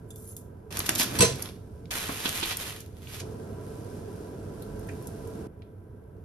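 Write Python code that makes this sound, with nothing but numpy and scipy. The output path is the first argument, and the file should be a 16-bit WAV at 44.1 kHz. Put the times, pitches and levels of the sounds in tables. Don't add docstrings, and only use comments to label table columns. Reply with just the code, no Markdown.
import sys
import numpy as np
from scipy import signal
from scipy.fft import rfft, irfft
from scipy.io import wavfile
from scipy.ndimage import uniform_filter1d

SR = 44100
rng = np.random.default_rng(int(sys.argv[2]) if len(sys.argv) > 2 else 0)


def unload_wav(signal):
    wavfile.write(
        sys.argv[1],
        SR,
        np.round(np.clip(np.atleast_2d(signal).T, -1, 1) * 32767).astype(np.int16),
    )


N = 275184
WOBBLE = .005


def undb(db):
    return 10 ** (np.asarray(db) / 20)


def unit(x):
    return x / np.sqrt(np.mean(x ** 2))


def over_hz(table):
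    hz, *columns = np.transpose(table)
    return [np.interp(np.log(np.fft.rfftfreq(N, 1 / SR) + 1), np.log(hz), c) for c in columns]


def colour(x, db):
    return unit(irfft(rfft(x) * undb(db), N))


def walk(rate_hz):
    hold = int(SR / rate_hz)
    steps = np.repeat(rng.standard_normal(N // hold + 1), hold)
    return unit(uniform_filter1d(uniform_filter1d(steps, hold), hold)[:N])


def band_noise(low_hz, high_hz):
    band = signal.butter(2, [low_hz, high_hz], "band", fs=SR, output="sos")
    return unit(signal.sosfilt(band, rng.standard_normal((2, N))))


def grains(n, density, spread_db):
    chance = rng.random((n, 4))
    size = (chance[:, 0] < density) * undb(-spread_db * np.log(chance[:, 1] + 1e-9))
    return unit(size * np.sign(chance[:, 2:].T - .5))


def bursts(rows, octaves, density):
    out, lead = np.zeros((2, N + SR)), SR // 20
    ms = (np.arange(4 * lead) - lead) / SR * 1000
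    for peak_s, db, hz, swell_ms, fade_ms in rows:
        band = signal.butter(2, [hz / 2 ** octaves, min(hz * 2 ** octaves, 16000)], "band", fs=SR)
        shape = np.exp(np.where(ms < 0, ms / swell_ms, -ms / fade_ms))
        swarm = signal.lfilter(*band, grains(len(ms), density, 1.8) * shape)
        at = int(peak_s * SR) - lead
        out[:, at:at + len(ms)] += undb(db) * unit(swarm) * np.sqrt(np.mean(shape ** 2))
    return out[:, :N]


def swells(rows, rise_db_s, fall_db_s):
    t, edges = np.arange(N) / SR, [row[0] for row in STRETCHES]
    stretch = np.searchsorted(edges, t, "right")
    gain = np.zeros(N)
    for start, end, db in rows:
        level_db = db - rise_db_s * np.maximum(start - t, 0) - fall_db_s * np.maximum(t - end, 0)
        gain = np.maximum(gain, (stretch == np.searchsorted(edges, end)) * undb(level_db))
    return gain


def ring(push, tones, scatter_db, wobble):
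    out, end = np.zeros((2, N)), 2 * SR
    for hz, db, ring_s in tones:
        pole = np.exp(2j * np.pi * hz / SR - np.log(1000) / (ring_s * SR))
        share = undb(scatter_db * walk(39.8)[:end])
        waver = np.exp(1j * np.sqrt(2 * np.pi * wobble * hz / SR) * np.cumsum(rng.standard_normal(end)))
        tone = signal.lfilter([1], [1, -pole], push[:, :end] * share + 1e-18)
        out[:, :end] += undb(db) * (waver * tone).imag
    return out / np.sqrt(np.sum(undb(np.array(tones)[:, 1]) ** 2))


def struck(hits, tones, crack_hz, crack_ms, chatter_ms):
    push = bursts([(s, db - 14, 5000, .1, chatter_ms) for s, _, db in hits], 2.1, .072)
    for s, _, db in hits:
        push[:, int(s * SR)] += undb(db)
    ringing = ring(push, tones, scatter_db=4.4, wobble=WOBBLE)
    return ringing + bursts([(s, db, crack_hz, .15, crack_ms) for s, db, _ in hits], 1.1, .47)


def kitchen_echo(ring_s=.32, echo_db=-8):
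    t = np.arange(SR // 2) / SR
    tail = signal.lfilter([1], [1, -.35], rng.standard_normal((2, len(t))))
    tail *= np.exp(-np.log(1000) * t / ring_s)
    paths = undb(echo_db) * tail / np.sqrt(np.sum(tail ** 2, axis=1, keepdims=True))
    paths[:, 0] = 1
    return paths


# start_s, end_s, level_db
DRONE_TIMES = [(4.62, 5.05, -50)]
def drone():
    return swells(DRONE_TIMES, rise_db_s=60, fall_db_s=40) * band_noise(45, 49)


# pitch_hz, relative_db
SIMMER_TONE = [(1200, -9.5), (2500, 0.5), (4300, 0), (5500, 2), (6600, -0.5), (8000, 4.5), (11200, 0),
               (13000, -5.5)]
def simmer():
    return undb(1.1 * walk(12)) * colour(grains(N, .16, 2), over_hz(SIMMER_TONE)[0])


# pitch_hz, relative_db
FAN_TONE = [(25, -17), (90, 4), (233, -5), (408, -7.5), (758, -18), (992, -25.5), (1560, -32), (3500, -46),
            (4550, -70.5), (7700, -120)]
# pitch_hz, width_hz, boost_db
HOOD_PEAKS = [(100.5, 10, 6), (438, 55, 8.5), (668.7, 13, 9), (987, 57, 11.5), (1350, 100, 7.5),
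              (1565, 130, 10)]
def fan():
    hz = np.fft.rfftfreq(N, 1 / SR)
    peaks_db = sum(boost / (1 + (2 * (hz - pitch) / width) ** 2) for pitch, width, boost in HOOD_PEAKS)
    db = over_hz(FAN_TONE)[0] + peaks_db
    return undb(.58 * walk(6.9)) * np.array([colour(rng.standard_normal(N), db) for _ in range(2)])


# peak_s, level_db, pitch_hz
WHISK_TICKS = [(4.623, -42.5, 11500), (4.794, -48.5, 9400), (4.873, -50, 10500), (4.89, -48, 6550),
               (5.0248, -48, 11000), (5.0715, -36.5, 9100), (5.274, -46, 10000), (5.62, -53, 2670)]
# peak_s, level_db, pitch_hz
WIRE_PINGS = [(4.622, -50.5, 3940), (4.887, -43, 1670), (4.891, -43.5, 2330)]
def whisk_in_broth():
    ticks = bursts([(s, db, hz, .4, 4.5) for s, db, hz in WHISK_TICKS], octaves=.46, density=.31)
    pings = bursts([(s, db, hz, .8, 7) for s, db, hz in WIRE_PINGS], octaves=.17, density=.36)
    return ticks + pings


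# pitch_hz, relative_db, ring_s
LADLE_TONES = [(3533, 1, 0.045), (5000, -13, .04), (5920, -2.5, 0.053), (6570, 0, 0.052), (7450, 6, 0.037),
               (8670, 2, .05), (9900, 2.5, 0.037), (10500, 0.5, 0.041), (10920, 1, 0.035),
               (12200, -14, 0.031), (13200, -3, 0.033)]
# start_s, crack_db, ring_db
WHISK_HITS = [(0.105, -47, -49), (0.159, -39, -62), (0.3661, -33, -51.5)]
def whisk_clinks():
    return struck(WHISK_HITS, LADLE_TONES, crack_hz=15600, crack_ms=3, chatter_ms=4.1)


# start_s, end_s, level_db
WHISK_STROKE = [(.225, .325, -53)]
def whisk_scrape():
    wires = grains(N, .18, 3) * undb(2.5 * walk(81))
    singing = undb(-17.5) * ring(wires, LADLE_TONES[2:], scatter_db=4.2, wobble=WOBBLE)
    bright = signal.lfilter([1, -1.3, .42], [1], singing + wires)
    skids = swells([(s, s + .012, db - 18.5) for s, db, _ in WHISK_HITS], rise_db_s=1e4, fall_db_s=500)
    return np.maximum(skids, swells(WHISK_STROKE, rise_db_s=192, fall_db_s=801)) * bright


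# start_s, end_s, level_db
BAG_HANDLING = [(.71, .83, -39), (.9, 1.07, -33.5), (1.17, 1.2, -34), (1.38, 1.46, -46)]
PACKET_HANDLING = [(1.91, 2.53, -35.5), (2.6, 2.72, -37.5), (3.13, 3.2, -43.5)]
# pitch_hz, relative_db
BAG_TONE = [(250, -3), (600, 5.5), (1400, 5), (3200, 1.5), (5500, -1.5), (8000, -3), (10500, -2),
            (14000, -7)]
PACKET_TONE = [(250, -1.5), (600, -2), (1400, -1.5), (3000, 0), (5500, -5), (8000, -3.5), (10500, -4),
               (14000, -7.5)]
def rustle():
    pop_samples = SR // 500
    pops = uniform_filter1d((rng.random(N) < 55 / SR) * float(pop_samples), pop_samples)
    creases = grains(N, .13, .92) * (1 + .84 * pops)
    out = np.zeros((2, N))
    for handling, tone, fits_db in [(BAG_HANDLING, BAG_TONE, 3.5), (PACKET_HANDLING, PACKET_TONE, 2.2)]:
        crinkle = colour(creases * undb(fits_db * walk(45.11)), over_hz(tone)[0])
        out += swells(handling, rise_db_s=126, fall_db_s=189.5) * crinkle
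    return out


# peak_s, level_db, fade_ms
PACKET_JERKS = [(2.262, -26, 8.4), (2.434, -26.5, 12)]
def packet_shakes(wall_hz=3080):
    return bursts([(s, db, wall_hz, .84 * ms, ms) for s, db, ms in PACKET_JERKS], .42, .11)


# peak_s, level_db, pitch_hz, half_width_octaves
FOLD_SNAPS = [(0.725, -32, 3500, 1.6), (0.771, -22, 6440, 1.1), (0.7915, -16.5, 10500, 0.58),
              (0.803, -23, 2200, 1.4), (0.892, -11.5, 2400, 2.6), (.952, -22, 8000, 0.81),
              (0.957, -20.5, 6000, 0.84), (0.983, -23, 10000, .4), (1.358, -38, 7000, 1),
              (1.423, -23, 10300, 0.2), (1.4248, -30.5, 5640, 0.27), (1.4574, -35, 3500, .7),
              (1.489, -39, 3547, 0.62), (1.856, -50, 3200, .6), (1.91, -29, 4900, 0.6),
              (2.258, -23.5, 2800, 1.2), (2.57, -22, 10500, 0.54), (2.862, -46, 8860, 1.6),
              (3.071, -39.5, 2800, 0.28)]
def snaps():
    return sum(bursts([(s, db, hz, .25, 2.6)], octaves, .3) for s, db, hz, octaves in FOLD_SNAPS)


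# peak_s, level_db, pitch_hz, fade_ms
FOLD_CRUNCHES = [(.864, -27, 6500, 7), (.997, -20.5, 5950, 21), (1.013, -22, 2670, 13.3),
                 (1.031, -22.5, 8000, 6.3), (2.51, -31.5, 1850, 25), (2.805, -39, 12000, 6),
                 (3.203, -37, 3600, 14)]
def crunches():
    return bursts([(s, db, hz, .51 * ms, ms) for s, db, hz, ms in FOLD_CRUNCHES], 1.3, .11)


# start_s, level_db, pitch_hz
CONTENT_KNOCKS = [(0.791, -31.5, 91), (.891, -29.5, 318), (.999, -26, 252), (2.093, -28, 274),
                  (2.255, -27.5, 274), (2.428, -30.5, 340)]
def thumps(ring_s=.05):
    notes, t = np.zeros(N), np.arange(SR // 3) / SR
    fade = np.exp(-np.log(1000) * t / ring_s)
    for s, db, hz in CONTENT_KNOCKS:
        at = int(s * SR)
        notes[at:at + len(t)] += undb(db) * np.sin(2 * np.pi * hz * t) * fade
    return notes + bursts([(s, db - 1, 3.02 * hz, 1.5, 8.4) for s, db, hz in CONTENT_KNOCKS], .9, .52)


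# start_s, end_s, level_db
SLIDE_TIMES = [(1.2, 1.22, -36)]
def block_slide():
    return swells(SLIDE_TIMES, rise_db_s=25.5, fall_db_s=49.5) * band_noise(64, 400)


# peak_s, level_db, pitch_hz, swell_ms, fade_ms
BROTH_SPRAY = [(1.222, -23, 3560, 6.6, 42)]
def splash():
    return bursts(BROTH_SPRAY, octaves=1.1, density=.18)


# pitch_hz, relative_db, ring_s
CLATTER_TONES = [(1006.4, 0, 0.13), (1520, -5.5, 0.036), (2650, -8, 0.08), (3230, -9, 0.059),
                 (4080, -5, 0.092), (4220, -7, 0.09), (4590, -9, 0.055), (5620, -5.5, 0.05),
                 (5840, 1.5, 0.051), (6140, -1.5, 0.072), (7600, 0.5, .04), (7930, 6.5, 0.045),
                 (8340, -1.5, 0.037), (9120, -4, .035), (10640, -4, 0.03), (11270, -2, 0.03)]
# start_s, crack_db, ring_db
CLATTER_HITS = [(1.1883, -24.5, -25.5), (1.2068, -14.5, -17.5), (1.2214, -20.5, -22), (1.2327, -26, -29),
                (1.2503, -27.5, -29)]
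def ladle_clatter():
    return struck(CLATTER_HITS, CLATTER_TONES, crack_hz=4500, crack_ms=3.8, chatter_ms=9)


# pitch_hz, relative_db, ring_s
FULL_POT_TONES = [(134, -2.5, 0.17), (194, -3, 0.05), (427, -6.5, 0.079), (476.4, 3.5, 0.11),
                  (644.4, 2.5, 0.085)]
# start_s, level_db, contact_ms
BLOCK_BOUNCES = [(1.198, -12, 3.5), (1.21, -13.5, 1.7), (1.227, -14, 0.95), (1.244, -18, 1.5),
                 (1.315, -24.5, 4.3)]
def block_drop():
    push = np.zeros((2, N))
    for s, db, ms in BLOCK_BOUNCES:
        at, length = int(s * SR), int(ms * SR / 500)
        bump = np.sin(np.linspace(0, 2 * np.pi, length))
        push[:, at:at + length] += undb(db) * 2 * bump / length
    slaps = bursts([(s, db - 14, 1500 / ms, 1.5, 8.4) for s, db, ms in BLOCK_BOUNCES], .81, .34)
    return ring(push, FULL_POT_TONES, scatter_db=4, wobble=0) + slaps


# start_s, fan_db, bass_boost_db, simmer_db
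STRETCHES = [(0, -46.5, 2.5, -74.5), (0.706, -46, 5, -67.5), (1.9068, -46, 3, -67.5),
             (3.209, -37, -4, -58.5), (5.473, -48, 3.5, -78.5)]
def scene():
    cooking = (whisk_in_broth() + whisk_clinks() + whisk_scrape() + ladle_clatter() + rustle()
               + block_slide() + snaps() + packet_shakes() + crunches() + thumps()
               + block_drop() + splash())
    air, broth, echo = fan(), simmer(), kitchen_echo()
    bass = signal.filtfilt(*signal.butter(2, 179, fs=SR), air)
    out = drone() + undb(-81) * band_noise(9300, 13000)
    edges = [int(row[0] * SR) for row in STRETCHES] + [N]
    for a, b, (_, fan_db, bass_db, simmer_db) in zip(edges, edges[1:], STRETCHES):
        heard = signal.fftconvolve(cooking[:, a:b], echo, axes=1)[:, :b - a]
        roar = air[:, a:b] + (undb(bass_db) - 1) * bass[:, a:b]
        out[:, a:b] += heard + undb(fan_db) * roar + undb(simmer_db) * broth[:, a:b]
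    return out


# pitch_hz, likeness (0 to 1), right_lead_half_turns, left_minus_right_db
MIC_PAIR = [(100, .98, 0, -2.8), (350, .9, 0, -2.5), (800, .3, -.6, -1.5), (1500, .4, .15, 1.2),
            (3000, .3, .4, -3), (5300, .25, 0, -3.5), (7800, .75, -1.03, -1.1), (10000, .8, -1.6, 0),
            (11000, .98, -2, 0), (12900, .97, -2, 0), (13800, .6, -2.8, 0)]
def record(dry):
    likeness, half_turns, pan_db = over_hz(MIC_PAIR)
    blend = np.arcsin(np.clip(likeness, 0, 1)) / 2
    khz_over_top = np.clip(np.fft.rfftfreq(N, 1 / SR) - 13600, 0, 2500) / 1000
    a, b = rfft(dry) * undb(-24 * khz_over_top)
    shift = np.exp(.5j * np.pi * half_turns) / undb(pan_db / 2)
    left = (np.cos(blend) * a + np.sin(blend) * b) / shift
    right = (np.sin(blend) * a + np.cos(blend) * b) * shift
    treble_cut = signal.ellip(10, .2, 80, 15800, fs=SR, output="sos")
    return signal.sosfilt(treble_cut, irfft([left, right], N))


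dry = scene()
out = record(dry)
unload_wav(out)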